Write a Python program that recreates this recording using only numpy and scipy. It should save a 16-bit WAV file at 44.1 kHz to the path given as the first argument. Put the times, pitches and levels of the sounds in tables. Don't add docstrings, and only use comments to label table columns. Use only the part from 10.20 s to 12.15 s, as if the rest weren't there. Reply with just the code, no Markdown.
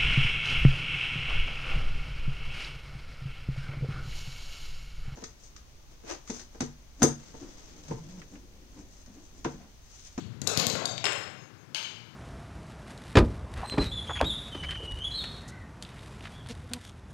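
import sys
import numpy as np
from scipy import signal
from scipy.fft import rfft, irfft
from scipy.io import wavfile
from scipy.ndimage import uniform_filter1d

SR = 44100
rng = np.random.default_rng(int(sys.argv[2]) if len(sys.argv) > 2 else 0)


def persist_wave(psi):
    counts = np.round(np.clip(psi, -1, 1) * 32767).astype(np.int16)
    wavfile.write(sys.argv[1], SR, np.atleast_2d(counts).T)


N = 85995
T = np.arange(N) / SR
FREQS = np.maximum(np.fft.rfftfreq(2 * N, 1 / SR), 1)


# t/s, ring level/dB, ring tilt/(dB per octave), crack level/dB, crack f/Hz,
# crack fade/s, room level/dB. A fade is the time a sound takes to drop by 60 dB.
CLATTER_HITS = [(-.13, -37, 15, -34.5, 4970, 0.0013, 0.5), (.2168, -34, 4, -39, 6200, 0.0019, -5.5),
                (.2733, -20, -7, -25, 7400, 0.021, -0.5), (.3744, -37, 14, -21, 7000, 0.0022, 3),
                (.3979, -23, -7, -27, 4000, 0.0067, -1), (.4681, -31, -4, -22, 7100, 0.0009, -3.5),
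                (.4996, -25, -6.5, -32.5, 4470, 0.0032, 2)]
TAP_HITS = [(.6553, -23, 1, -29.5, 6060, 0.005, -1.5), (.7793, -33, -7.5, -35.5, 3200, 0.0067, -2.5)]
HAMMER_HITS = [(.8422, -25, 1, -34.5, 1560, .012, 4), (.8549, -29.5, 5.5, -23, 3560, 0.0014, -2.5),
               (.8676, -42, -12, -24.5, 2440, 0.0014, -3), (.9222, -32.5, 4, -35.5, 1830, 0.0034, -6),
               (.931, -36.5, 5, -46, 8600, 0.019, 0.5), (.986, -55, 2, -55.5, 12000, 0.0099, 5)]
PICKUP_HITS = [(1.5464, -29, 2, -29, 4080, 0.0059, 3), (1.5592, -33, -26, -40.5, 2070, 0.0036, 2.5),
               (1.5662, -38, 4, -36.5, 3650, 0.0012, 2), (1.576, -41, 9, -45, 4500, 0.0063, 2),
               (1.6280, -51, -11, -39.5, 3900, 0.0031, 3.5)]
# f/Hz, level/dB, fade/s
CLATTER_TONES = [(3980, 2.5, 0.023), (4400, 0.5, 0.021), (4590, 2.5, 0.012), (5370, -4.5, 0.02),
                 (6440, 2.5, .018), (6840, -19, 0.014), (7060, -1, 0.032), (7620, 7, 0.0049),
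                 (10200, -24, 0.017), (10670, -15.5, 0.014)]
TAP_TONES = [(3698, -3, 0.024), (4530, -3, .018), (4670, -6.5, 0.034), (5470, -11, 0.017),
             (6400, -4.5, 0.026), (6460, -1.5, 0.012), (7340, -4.5, 0.017), (10350, -15.5, 0.029)]
HAMMER_TONES = [(602, -2, 0.022), (1177, -14, 0.048), (1610, -7, 0.017), (2220, -5, 0.021),
                (2785, 3, 0.031), (3090, -2.5, 0.025), (3590, -22, 0.094), (5270, -3, 0.06),
                (5290, -15.5, .35), (6900, 5, 0.0067), (7660, -6.5, 0.046), (7990, -3, 0.012),
                (9150, -14, 0.0079), (10800, -19, 0.026)]
PICKUP_TONES = [(2270, -5, .012), (2985, 0, .035), (3115, -2, .04), (3055, -14, .5), (4450, -1, .01),
                (4780, 1, .013), (5230, 0, .013), (6400, -2, .03), (8500, -23, .008)]

def tools():
    return (struck_steel(CLATTER_HITS, CLATTER_TONES) + struck_steel(TAP_HITS, TAP_TONES)
            + struck_steel(HAMMER_HITS, HAMMER_TONES) + struck_steel(PICKUP_HITS, PICKUP_TONES))


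def struck_steel(hits, tones):
    return sum(place(ring(tones, tilt, ring_db) + crack(hz, crack_db, fade_s), start, room_db)
               for start, ring_db, tilt, crack_db, hz, fade_s, room_db in hits)


def ring(tones, tilt_db, db, attack_s=0.00019):
    lowest_hz = tones[0][0]
    sound = 0
    for hz, level, fade_s in tones:
        gain = amp(level + tilt_db * np.log2(hz / lowest_hz))
        sound += gain * fade(fade_s) * np.sin(2 * np.pi * (hz * T + rng.random()))
    return burst(sound * (1 - np.exp(-T / attack_s)), db)


# f/Hz, level/dB
CONTACT_COLOUR = [(150, -28), (300, -9), (600, -2), (1500, -3.5), (3000, -1), (4600, -1), (5800, -5.5),
                  (6900, -6.5), (9000, -12), (11500, -13), (14500, -12), (16000, -56)]

def crack(hz, db, fade_s, attack_s=0.00061, grit_gain=0.27):
    gain = curve(CONTACT_COLOUR) * hump(hz, octaves=1.42) ** 2
    rise = 1 - np.exp(-T / attack_s)
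    snap = burst(colour(noise() * fade(fade_s) * rise, gain), 0)
    grit = burst(colour(noise() * fade(seconds=0.042), gain), 0)
    return burst(snap + grit_gain * grit, db)


# t/s, level/dB, centre f/Hz, width/octaves, fade/s, room level/dB
KNOCKS = [(0.2182, -42, 292, 2.1, 0.047, -0.5), (.269, -38.5, 1470, 1.5, 0.013, 11.5),
          (.272, -37.5, 483, 0.32, 0.02, 10), (.363, -30.5, 1600, 1.34, 0.16, 3.5),
          (.392, -31, 606, 0.72, 0.069, 4.5), (.462, -36.5, 436, 0.59, 0.072, 6),
          (0.5527, -28.5, 895, 1.13, 0.034, 1), (.621, -29.5, 610, 0.55, .02, 0),
          (.841, -29.5, 760, 1.04, 0.029, 4.5), (1.546, -42, 920, 1.32, .015, 5)]

def knocks():
    out = 0
    for start, db, hz, octaves, fade_s, room_db in KNOCKS:
        scuff = colour(noise() * fade(fade_s), hump(hz, octaves) * curve(CONTACT_COLOUR))
        out += place(burst(scuff, db), start, room_db)
    return out


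# t/s, level/dB, f/Hz
THUDS = [(0.2173, -28, 143), (0.3753, -22, 163), (0.4689, -27.5, 189), (0.536, -26.5, 120)]

def thuds():
    return sum(place(burst(np.sin(2 * np.pi * hz * T) * fade(seconds=0.014), db), start, room_db=-1.5)
               for start, db, hz in THUDS)


# f/Hz, level/dB, fade/s
ROOM_BANDS = [(83, -41, 0.68), (270, 5.5, 1), (580, 3, 0.79), (1510, 4.5, 0.91), (2980, 2, 0.76),
              (4630, -1, .75), (6940, 2, 0.6), (10600, 1.5, 0.26), (16000, 0.5, 0.42)]

def room_echo(wall_delay_s=0.017, early_gain=0.73, patchiness=0.58, thicken_s=0.02):
    hz, db, fades = np.array(ROOM_BANDS).T
    echoes = noise()
    echoes *= np.exp(patchiness * np.exp(-T / thicken_s) * (np.clip(noise(), -2, 2) - .5))
    echoes *= np.where(T < wall_delay_s, early_gain, 1)
    spectrum = rfft(echoes, 2 * N)
    out = 0
    for one_band, gain, fade_s in zip(np.eye(len(hz)), amp(db), fades):
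        band_filter = np.interp(np.log(FREQS), np.log(hz), one_band)
        out += gain * fade(fade_s) * irfft(spectrum * band_filter)[:N]
    return out / np.sqrt(np.sum((echoes * fade(np.median(fades))) ** 2))


# t/s, length/s, f/Hz, level/dB
WHISTLES = [(1.155, 0.16, 6460, -57.5), (1.17, .12, 7100, -69), (1.362, 0.097, 6420, -62)]

def whistles(waver_depth=0.008):
    out = 0
    for start, length, hz, db in WHISTLES:
        waver = steady(uniform_filter1d(noise(), size=200), 0)
        pitch = hz * (1 + waver_depth * waver)
        swell = np.sin(np.pi * np.clip((T - start) / length, 0, 1))
        out += np.sqrt(2) * amp(db) * swell * np.sin(2 * np.pi * np.cumsum(pitch) / SR)
    return out


# f/Hz, level/dB
AIR_COLOUR = [(25, 3.5), (50, 7), (75, -13), (115, -5), (200, -3.5), (350, -5), (600, -14), (1500, -13.5),
              (3000, -23), (6500, -25.5), (9000, -38), (14000, -37.5), (17000, -59)]
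# t/s, level/dB
RUMBLE_LEVELS = [(0, -34), (.13, -36.5), (.3, -41.5), (.55, -42), (.8, -42), (1.2, -47), (1.65, -54),
                 (1.9, -47)]

def background():
    rumble = colour(noise(), hump(hz=103.7, octaves=0.44) * curve(AIR_COLOUR))
    rumble_db = np.interp(T, *np.array(RUMBLE_LEVELS).T)
    air = colour(noise(), curve(AIR_COLOUR))
    return steady(rumble, rumble_db) + steady(air, db=-48.5)


def place(x, start, room_db):
    x = x + amp(room_db) * signal.fftconvolve(x, room_echo())[:N]
    shift = int(start * SR)
    delay, cut = max(shift, 0), max(-shift, 0)
    return np.pad(x, (delay, cut))[cut:cut + N]


def amp(db):
    return 10 ** (np.asarray(db) / 20)


def fade(seconds):
    return np.exp(-np.log(1000) * T / seconds)


def burst(x, db):
    return x * amp(db) * np.sqrt(0.01 * SR / np.sum(x ** 2))


def steady(x, db):
    return x * amp(db) / np.std(x)


def curve(points):
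    hz, db = np.array(points).T
    return amp(np.interp(np.log(FREQS), np.log(hz), db))


def hump(hz, octaves):
    return 1 / (1 + (np.log2(FREQS / hz) / octaves) ** 2) + 1e-4


def colour(x, gain):
    cepstrum = irfft(np.log(gain))
    cepstrum[1:N] *= 2
    cepstrum[N + 1:] = 0
    return irfft(rfft(x, 2 * N) * np.exp(rfft(cepstrum)))[:N]


def noise():
    return rng.standard_normal(N)


# f/Hz, level/dB
RIGHT_COLOUR = [(100, 1.5), (1400, -2.5), (3000, -5), (5500, -16), (9000, -4), (14000, 8)]

def scene():
    left = tools() + knocks() + thuds() + whistles() + background()
    trace = amp(-44) * left + amp(-39.5) * signal.fftconvolve(left, room_echo())[:N]
    right = colour(trace, curve(RIGHT_COLOUR)) + steady(noise(), db=-73.5)
    return np.array([left, right])


def record(dry, low_cut_hz=87, high_cut_hz=16000):
    dry = signal.sosfilt(signal.butter(4, low_cut_hz, "high", fs=SR, output="sos"), dry)
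    return signal.sosfilt(signal.ellip(8, .2, 70, high_cut_hz, fs=SR, output="sos"), dry)


dry = scene()
out = record(dry)
persist_wave(out)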